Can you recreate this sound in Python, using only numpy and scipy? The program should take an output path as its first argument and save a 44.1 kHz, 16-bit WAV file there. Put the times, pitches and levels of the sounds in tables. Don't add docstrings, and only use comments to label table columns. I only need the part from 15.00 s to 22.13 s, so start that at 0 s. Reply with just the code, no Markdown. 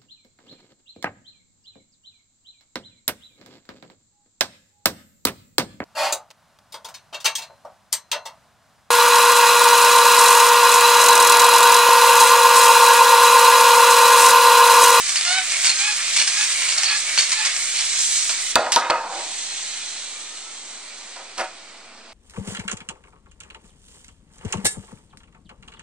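import sys
import numpy as np
from scipy import signal
from scipy.fft import rfft, irfft, next_fast_len
from scipy.io import wavfile
from scipy.ndimage import uniform_filter1d

SR = 44100
rng = np.random.default_rng(int(sys.argv[2]) if len(sys.argv) > 2 else 0)


def voltage_ratio(level):
    return 10 ** (np.asarray(level, float) / 20)


def pcm_store(signal):
    levels = np.round(np.clip(np.atleast_2d(signal), -1, 1) * 32767)
    wavfile.write(sys.argv[1], SR, levels.astype(np.int16).T)


N = 314474

# (time [s], hiss level [dB],
# looseness of the casing [dB])
WHIRR = [(0.0, -23.5, -3.5), (0.54, -26, 0), (1.41, -24, -1), (1.79, -24, -1.5), (1.93, -26.5, 1),
         (2.34, -24.5, -2.5), (2.5, -27, 0), (2.98, -23.5, -7.5), (3.37, -23.5, -5), (3.51, -27, -4.5),
         (3.57, -41, 6.5), (4.06, -44, 6), (4.16, -35, -1), (4.4, -31.5, -4.5), (4.75, -33.5, -3),
         (5.36, -39, -5), (6.39, -46.5, 5), (7.13, -57.5, 10)]
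# (frequency [Hz], density [dB per Hz])
HISS_SPECTRUM = [(1500, -39), (2500, -5.5), (3100, -4.5), (4700, -0.5), (6000, 1), (7000, 3), (8600, 3),
                 (16000, -3)]
# (frequency [Hz], density [dB per Hz])
BUZZ_SPECTRUM = [(180, -48), (300, -37.5), (606, -6), (734, 0), (890, 5.5), (1530, -2), (2200, 1.5),
                 (3510, -3.5), (4900, -1), (6100, -13.5), (9900, -120)]
# (frequency [Hz], width [Hz], level [dB])
BODY_MODES = [(2450, 420, -0.5), (4450, 900, -2), (6600, 900, -5), (8200, 1100, 0)]
# (time [s], peak level [dB])
CLACKS = [(.0934, -8), (.1582, -1), (.1735, -9), (.2104, -5), (.2506, -8), (.278, -6), (.327, -5),
          (.3845, -5), (.5198, -8), (.568, -9), (.638, -7), (.6455, -3), (.655, -2), (.6635, -4),
          (.669, -2), (.680, -4), (.696, -5), (.7005, -4), (.716, -9), (1.1648, -3), (1.1685, -4),
          (1.174, -3), (1.195, -6), (1.2005, -4), (1.215, -5), (1.223, -3), (1.2765, -4), (1.4103, -5),
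          (1.62, -8), (1.689, -7), (1.7235, -10), (1.7783, -7), (1.7825, -4), (1.8337, -1), (1.843, -6),
          (2.0921, -9), (2.177, 1), (2.186, -3), (2.192, -3), (2.1965, -5), (2.2, -5), (2.209, -6),
          (2.2943, -9), (2.306, -10), (2.318, -1), (2.328, -8), (2.4512, -9), (2.4615, -6), (2.470, -6),
          (2.5645, -9), (2.79, -9), (2.801, -12), (2.809, -12), (2.99, -12), (3.001, -11), (3.013, -12),
          (3.2948, -8)]
# (frequency [Hz], density [dB per Hz])
CLACK_SPECTRUM = [(290, -73), (500, -30.5), (996, -19.5), (1120, -21), (2270, -9.5), (3910, -12.5),
                  (4360, -13), (4920, -8), (9000, -11), (11700, -25), (19800, -120)]
# (start [s], hold [s], chatter [dB], squeal [dB], fall [dB per s])
SLIPS = [(0.09, 0.0028, -22.5, -33, 350), (0.160, .005, -20, -24, 454), (0.25, 0.09, -24, -31, 600),
         (0.497, 0.028, -25, -43, 143), (0.643, 0.056, -17.5, -22.5, 550), (1.161, 0.053, -16, -23, 700),
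         (1.272, .01, -17.5, -26, 296), (1.684, 0.059, -20.5, -32, 900), (1.779, 0.0093, -17, -22, 1200),
         (1.836, .015, -22, -23, 300), (1.887, 0.019, -24.5, -29, 117), (2.176, 0.014, -15.5, -19, 210),
         (2.320, 0.0034, -16.5, -26, 450), (2.373, 0.023, -30, -32, 350), (2.448, .025, -17.5, -35, 500),
         (2.758, 0.038, -23.5, -35, 250), (3.294, .003, -19.5, -38, 340)]
# (start [s], length [s], first tooth rate [Hz], last tooth rate [Hz], level [dB])
PULLS = [
    (.21, .225, 655, 766, -26),
    (0.745, .21, 750, 848, -27),
    (1.31, 0.17, 795, 858, -27),
    (1.835, 0.155, 835, 850, -27),
    (2.32, 0.14, 850, 880, -28),
]
# (levels of the tooth rate and its multiples 2, 3, 4, 5 [dB])
TEETH = [(-7, -5, -7, -5, -5), (-13, -9, -1, -10, -7), (-21, -9, -2, -12, -12), (-19, -5, -6, -11, -7),
         (-12, -6, -8, -10, -8)]
# (start [s], hold [s], level [dB])
REWINDS = [(.505, .04, -33), (1.0, .06, -39), (1.53, .12, -33), (2.04, .1, -36), (2.55, .08, -37),
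           (2.88, .05, -42)]
# (time [s], bowl [dB], rim [dB], lip [dB], fall [dB per s])
JOLTS = [
    (3.292, -38, -33, -40, 450),
    (3.556, -14, -20, -23, 200),
    (3.76, -21, -13.5, -26, 305),
    (3.897, -19, -13, -21, 802),
    (3.909, -25, -22, -28, 110),
    (6.158, -38, -39, -43, 160),
    (6.389, -30, -28, -26, 300),
]
# (start [s], hold [s], bowl [dB], rim [dB], deep flex [dB])
ROLLS = [
    (3.618, 0.021, -34.5, -33, -66),
    (3.793, 0.041, -34, -28.5, -59),
    (4.10, 0.07, -33.5, -39, -41),
    (6.365, .02, -42, -35, -41.5),
]
# (time [s], crack [dB], bowl boom [dB], rim boom [dB], skid [s])
BLOWS = [(3.5559, -2, -12, -11, .002), (3.5715, -26, -17, -22, .002), (3.585, -28, -17, -28, .002),
         (3.595, -32, -23, -28, .002), (3.606, -34, -24, -30, .002), (3.664, -28, -28, -25, .002),
         (3.7200, -9, -48, -48, .004), (3.724, -16, -46, -46, .045), (3.7612, -0.5, -18, -16, .00069),
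         (3.7745, -22, -22, -26, .002), (3.9001, -11.5, -16, -20, .0035), (3.9065, -6.5, -26, -27, .001),
         (6.160, -39, -50, -47, .013), (6.379, -26, -32, -29, .012), (6.396, -28, -25, -26, .01),
         (6.408, -30, -26, -28, .012), (6.44, -38, -40, -34, .015)]
# (frequency [Hz], density [dB per Hz])
CRACK_SPECTRUM = [(500, -29), (1200, -11), (2500, -3.5), (3600, -2), (4300, 2.5), (6000, -0.5),
                  (8500, -4.5), (10000, 3), (16000, -11)]
# (frequency [Hz], level [dB], T60 [s])
DISH_MODES = [(327, -2, 0.058), (352, -24, 0.076), (478, -8.5, 0.17), (545, 1.5, 0.14), (590, 0, 0.14),
              (654, 4, 0.11), (691.4, 2, 0.15), (746, 2.5, 0.16), (834, -6.5, 0.28), (908, -9, 0.2),
              (933, 2, 0.16), (985, 6, 0.049), (1170, -4, 0.11), (1254, 1, 0.12), (1310, 1.5, 0.08),
              (1400, -2, 0.14), (1496, -1, 0.07), (1597, -4, 0.095), (1703, -8, 0.096), (1860, -8, 0.073),
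              (2150, -8.5, 0.055), (2270, -17.5, 0.098), (2520, -8, 0.067), (2594, -10, 0.095),
              (2820, -7, 0.021)]
# (frequency [Hz], level [dB], T60 [s])
TABLE_MODES = [(70, -5, 0.054), (129, -5, 0.054), (242, 4, 0.049)]
# (rise [s], hold [s], level [dB], fall [dB per s])
WOBBLE = (0.0042, 0.54, -36, 61)
# (from [s], to [s])
RIM_SINGS = (3.74, 4.06)
# (start [s], end [s], first frequency [Hz], last frequency [Hz], level [dB])
DRONES = [(3.72, 3.87, 3700, 3700, -44), (5.05, 5.55, 1200, 1330, -59), (6.3, 7.13, 670, 670, -62.5),
          (6.8, 7.13, 243, 243, -59.5), (6.2, 7.1, 85, 80, -60)]
# (frequency [Hz], density [dB per Hz])
HUM_SPECTRUM = [(20, -21), (50, -8.5), (120, -23.5), (200, -9), (350, -13.5), (500, -17), (800, -14),
                (1500, -15.5), (2600, -45), (5000, -51)]
# (T60 [s], level [dB])
ROOM = [(0.35, -5), (0.036, -6)]
# (frequency [Hz], gain [dB])
OVERALL_COLOUR = [(60, -14), (200, -6.5), (500, 3), (9000, 3), (9600, -3.5), (10100, -47), (10500, -11.5),
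                  (11000, -19.5), (11500, -47), (12400, -22), (13100, -33), (13600, -15), (14700, -18.5),
                  (16000, -46)]

TIME = np.arange(N) / SR
FFT = next_fast_len(N + SR // 4)
HZ = np.maximum(np.arange(FFT // 2 + 1) * SR / FFT, 1)
RELEASE_S = 3.553
HELD = np.arange(N) < RELEASE_S * SR
NUDGE_S = 6.0
WIDE_HZ = 3170
TREBLE_HZ = 9600


def rms_one(x):
    return x / np.sqrt(np.mean(x ** 2) + 1e-20)


def butter(x, order, hz, kind="low"):
    return signal.sosfilt(signal.butter(order, hz, kind, fs=SR, output="sos"), x)


def in_time(rows):
    s, *columns = np.transpose(rows)
    return [np.interp(TIME, s, c) for c in columns]


def phase(hz):
    return 2 * np.pi * np.cumsum(hz) / SR


def drift(rate):
    knots_per_s = 400
    knots = rng.standard_normal(int(N / SR * knots_per_s) + 400)
    r = np.exp(-2 * np.pi * rate / knots_per_s)
    slow = rms_one(signal.lfilter([1], [1, -2 * r, r * r], knots)[300:])
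    return np.interp(TIME * knots_per_s, np.arange(len(slow)), slow)


def colour(x, spectrum, size=8192):
    hz, db = np.transpose(spectrum)
    grid = np.maximum(np.arange(size // 2 + 1) * SR / size, 1)
    cepstrum = irfft(np.log(voltage_ratio(np.interp(np.log(grid), np.log(hz), db))))
    cepstrum[1:size // 2] *= 2
    cepstrum[size // 2 + 1:] = 0
    response = irfft(np.exp(rfft(cepstrum)))
    return irfft(rfft(x, FFT) * rfft(response, FFT), FFT)[..., :N]


def ring(x, hz, t60):
    r, w = voltage_ratio(-60 / (t60 * SR)), 2 * np.pi * hz / SR
    return signal.lfilter([0, np.sin(w)], [1, -2 * r * np.cos(w), r * r], x + 1e-18)


def narrow_ring(x, hz, t60):
    return rms_one(ring(ring(x, hz, t60), hz, t60))


def grains(per_s, spread_db, size=N):
    heights = voltage_ratio(spread_db * np.minimum(rng.exponential(1, size), 4))
    signs = np.sign(rng.random(size) - .5)
    return rms_one(heights * signs * (rng.random(size) < per_s / SR))


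def patchy(x, depth_db):
    spectrum, octave, out = rfft(x, FFT), np.clip(np.log2(HZ / 700), 0, 4), 0
    for k in range(5):
        mask = np.cos(np.pi / 2 * np.clip(octave - k, -1, 1)) ** 2
        out = out + irfft(spectrum * mask, FFT)[..., :N] * voltage_ratio(depth_db * drift(11.3))
    return rms_one(out)


def bursts(times, gains, lengths):
    out, t = np.zeros(np.shape(gains)[:-1] + (N,)), np.arange(4000) / SR
    for k, puff in enumerate(rng.standard_normal((len(times), len(t)))):
        i = round(times[k] * SR)
        out[..., i:i + len(t)] += gains[..., k, None] * puff * np.exp(-t / lengths[k])
    return out


def impulses(times, gains):
    out = np.zeros(np.shape(gains)[:-1] + (N,))
    out[..., (times * SR).astype(int)] = gains
    return out


def swell(start, rise, hold, fall_db_per_s):
    t = TIME - start
    return np.clip(t / rise, 0, 1) * voltage_ratio(-fall_db_per_s * np.clip(t - rise - hold, 0, 1))


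def whirr():
    hiss_db, loose_db = in_time(WHIRR)
    buzz_db = hiss_db + loose_db
    flutter_db = 0.46 * drift(82) + np.where(HELD, 1.1, 0.4) * drift(8.1)
    rub = grains(9000, spread_db=2.5, size=(2, N)) * voltage_ratio(flutter_db)

    thin = butter(rub, 4, 1880, "high")
    rings = [voltage_ratio(db) * rms_one(ring(thin, hz, 2.2 / width)) for hz, width, db in BODY_MODES]
    hiss = rms_one(colour(rub, HISS_SPECTRUM)) + voltage_ratio(np.where(HELD, -16, -7)) * sum(rings[1:])

    buzz = rms_one(colour(np.roll(rub, SR, axis=1), BUZZ_SPECTRUM))
    grip_hz = 1183
    dull = rms_one(butter(buzz, 2, grip_hz))
    lowest_ring_db = np.where(HELD, -10.0, -10.5) + 1.4 * drift(3.9)
    bright = butter(buzz, 2, grip_hz, "high") + voltage_ratio(lowest_ring_db) * rings[0]
    hum = rms_one(butter(rub, 2, [1000, 1800], "band"))

    rise, hold, wobble_db, fall = WOBBLE
    dull_gain = voltage_ratio(buzz_db + np.where(HELD, -12, -10.5)) + voltage_ratio(wobble_db) * swell(RELEASE_S, rise, hold, fall)
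    pull_load_db = 2.5 * pulls()[1].sum(axis=0)
    mix = voltage_ratio(hiss_db + 0.2) * hiss
    mix = mix + voltage_ratio(buzz_db - 4.0 + pull_load_db) * bright
    mix = mix + voltage_ratio(hiss_db - 23) * ~HELD * hum
    mix = mix + voltage_ratio(-3.0) * dull_gain * dull
    return patchy(mix, depth_db=np.where(HELD, 1.3, .6)) * np.std(mix)


def room_hum():
    mid, side = colour(rng.standard_normal((2, N)), HUM_SPECTRUM)
    rise, hold, db, fall = WOBBLE
    gain = voltage_ratio(-64) + voltage_ratio(db - 30) * swell(RELEASE_S, rise, hold, fall)
    return voltage_ratio(11.0) * gain * rms_one(mid + 0.27 * side * np.array([[1], [-1]]))


def room(x):
    move = 4096
    t, count = np.arange(SR // 3) / SR, N // move + 2
    noise = rng.standard_normal((3, count, len(t))) * (t > .001)
    same, left, right = (voltage_ratio(db) * rms_one(v * voltage_ratio(-60 * t / t60)) / np.sqrt(len(t))
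                         for v, (t60, db) in zip(noise, ROOM + ROOM[1:]))
    echoes = butter(same, 1, WIDE_HZ) + butter(np.array([left, right]), 1, WIDE_HZ, "high")
    padded, span = np.pad(x, (move, 2 * move)), np.arange(2 * move)
    pieces = padded[move * np.arange(count)[:, None] + span] * np.sin(np.pi * span / (2 * move))
    wet = signal.fftconvolve(pieces[None], echoes, axes=2)
    out = np.zeros((2, len(padded) + SR))
    for k in range(count):
        out[:, k * move:k * move + wet.shape[2]] += wet[:, k]
    return out[:, move:move + N]


def clutch():
    s, db = np.transpose(CLACKS)
    clacks = colour(bursts(s, voltage_ratio(db) * [[1], [.5]], [.002] * len(s)), CLACK_SPECTRUM)

    catches = signal.lfilter([1], [1, -.985], np.abs(grains(900, spread_db=-8.0))) ** 0.4
    chatter = rms_one(colour(catches * rng.standard_normal((2, N)), CLACK_SPECTRUM))

    rise = 0.0055
    chatter_gain, squeal_gain = sum(
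        voltage_ratio([[chatter_db], [squeal_db]]) * swell(start - rise / 2, rise, hold, fall)
        for start, hold, chatter_db, squeal_db, fall in SLIPS)
    hz = 4375 * (1 + 0.013 * drift(8.0))
    squeal = np.sin(phase(hz * (1 + 0.0159 * drift(86)))) * drift(125)
    return voltage_ratio(5.5) * clacks + voltage_ratio(-8.0) * chatter_gain * chatter + voltage_ratio(1.2) * squeal_gain * squeal * [[1], [0]]


def pulls():
    edge_s = .05
    done = np.array([np.clip((TIME - start) / length, 0, 1) for start, length, *_ in PULLS])
    lengths = np.array(PULLS)[:, 1:2]
    return done, np.clip(np.minimum(.6 * done, 1 - done) * lengths / edge_s, 0, 1)


def gears():
    climb, sag = 1.35, .04
    done, swells = pulls()
    hz = np.zeros(N)
    for (_, _, from_hz, to_hz, _), gone in zip(PULLS, done):
        slack = np.clip((climb * gone - 1) / (climb - 1), 0, 1)
        rate = from_hz + (to_hz - from_hz) * np.minimum(climb * gone, 1) ** 0.8 - sag * to_hz * slack
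        hz[gone > 0] = rate[gone > 0]
    turn = phase(hz * (1 + 0.012 * drift(70)))
    levels = voltage_ratio(np.array(TEETH) + np.array(PULLS)[:, 4:]).T @ swells
    levels[0] *= np.clip(2.3 * (done * (swells > 0)).sum(axis=0), 0, 1) ** 1.5
    return sum(level * (1.05 + 0.35 * drift(60)) * np.sin((k + 1) * turn) for k, level in enumerate(levels))


def spool():
    gain = sum(voltage_ratio(db) * swell(start, .02, hold, 300) for start, hold, db in REWINDS)
    return gain * voltage_ratio(1.5 * drift(30) - 2.5) * narrow_ring(grains(3000, spread_db=3.0), 2230, .006)


def dish_rattle():
    jolts = sum(voltage_ratio([[bowl], [rim], [lip], [bowl - 23]]) * swell(at, 0.0053, 0, fall)
                for at, bowl, rim, lip, fall in JOLTS)
    rolls = sum(voltage_ratio([[bowl], [rim], [rim - 1.5], [deep]]) * swell(at, 0.031, hold, 250)
                for at, hold, bowl, rim, deep in ROLLS)
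    *parts, flex = jolts + rolls
    rub = grains(1500, spread_db=0.5)
    rings = [voltage_ratio(db) * ring(rub, hz, 0.3 * t60) * (-1) ** k for k, (hz, db, t60) in enumerate(DISH_MODES)]
    part = np.digitize(np.array(DISH_MODES)[:, 0], [870, 1600])
    rumble = sum(level * rms_one(np.dot(part == k, rings)) for k, level in enumerate(parts))
    deep = narrow_ring(rub, 349.6, 0.11)
    note = narrow_ring(rub, 938, .09)
    singing = (TIME > RIM_SINGS[0]) & (TIME < RIM_SINGS[1])
    return voltage_ratio(-11) * parts[1] * singing * note + voltage_ratio(-6.0) * rumble + voltage_ratio(-2.5) * flex * deep


def dish_crack():
    s, crack_db, _, _, skid = np.transpose(BLOWS)
    contact = bursts(s, voltage_ratio(crack_db), skid)
    contact[(s * SR).astype(int)] += 2.4 * voltage_ratio(crack_db)
    crack = colour(contact, CRACK_SPECTRUM)
    hard = (TIME < 3.85) | (TIME > NUDGE_S)
    return voltage_ratio(3.5) * np.where(hard, crack, butter(crack, 2, 5000))


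def dish_boom():
    s, _, boom_db, rim_db, _ = np.transpose(BLOWS)
    push = impulses(s, voltage_ratio(np.array([boom_db, rim_db]) - [[18.0], [15.5]]))
    return voltage_ratio(5.5) * sum(voltage_ratio(db) * ring(push[int(hz > 870)], hz, t60) * (-1) ** k
                          for k, (hz, db, t60) in enumerate(DISH_MODES))


def table_thud():
    s, _, boom_db, _, _ = np.transpose(BLOWS)
    knock = impulses(s, voltage_ratio(boom_db - 7 * (s > NUDGE_S)))
    return sum(voltage_ratio(db - 11.5) * ring(knock, hz, t60) for hz, db, t60 in TABLE_MODES)


def drones():
    out = 0
    for start, end, from_hz, to_hz, db in DRONES:
        hz, gain = in_time([(start, from_hz, 0), (start + 0.13, from_hz, 1),
                            (end - .05, to_hz, 1), (end + 0.05, to_hz, 0)])
        out = out + voltage_ratio(db + 3.1 * drift(9.3)) * gain * np.sin(phase(hz * (1 + 0.0065 * drift(18))))
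    return out


def scene():
    direct, scattered = whirr() + clutch()
    launcher = direct + spool()
    blows = gears() + dish_rattle() + dish_crack() + dish_boom() + table_thud()
    toy = launcher + blows
    wide = voltage_ratio(-4) * butter(scattered, 1, WIDE_HZ, "high")
    port_lag = 2
    heard = np.array([np.roll(toy + wide, port_lag), toy - wide]) + room(launcher + voltage_ratio(-4) * blows)
    shade = .22
    heard[0] = (1 - shade) * heard[0] + shade * butter(heard[0], 1, 2200)
    return voltage_ratio(-1.0) * heard * voltage_ratio([[-.1], [.55]]) + room_hum() + drones()


def sparse_treble(x):
    hz, _, z = signal.stft(x, SR, nperseg=2048)
    loud_db = 10 * np.log10(np.sum(np.abs(z) ** 2, axis=1, keepdims=True) + 1e-12)
    keep = (hz[:, None] < TREBLE_HZ) | (np.abs(z) > voltage_ratio(-72 + .6 * (loud_db + 24)))
    return signal.istft(z * keep, SR, nperseg=2048)[1][:, :N]


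def band_limit(x):
    return signal.sosfilt(signal.butter(12, 16510, fs=SR, output="sos"), x)


def record(dry):
    top = butter(dry, 4, [TREBLE_HZ, 15800], "band")
    sharp = (uniform_filter1d(np.abs(top).mean(axis=0), size=300) / voltage_ratio(-24)) ** 4
    x = colour(dry, OVERALL_COLOUR) + voltage_ratio(-13) * top * sharp / (1 + sharp)
    over_db = np.maximum(20 * np.log10(np.abs(x).max(axis=0) + 1e-9) + 10.3, 0)
    recovery_db = 90 * TIME
    held_db = np.maximum.accumulate(over_db + recovery_db) - recovery_db
    offset = .0022 * voltage_ratio(-1.5 * signal.lfilter([.02], [1, -.98], held_db))
    mix = sparse_treble(.97 * np.tanh(x / .8) + offset)
    return band_limit(mix)


dry = scene()
out = record(dry)
pcm_store(out)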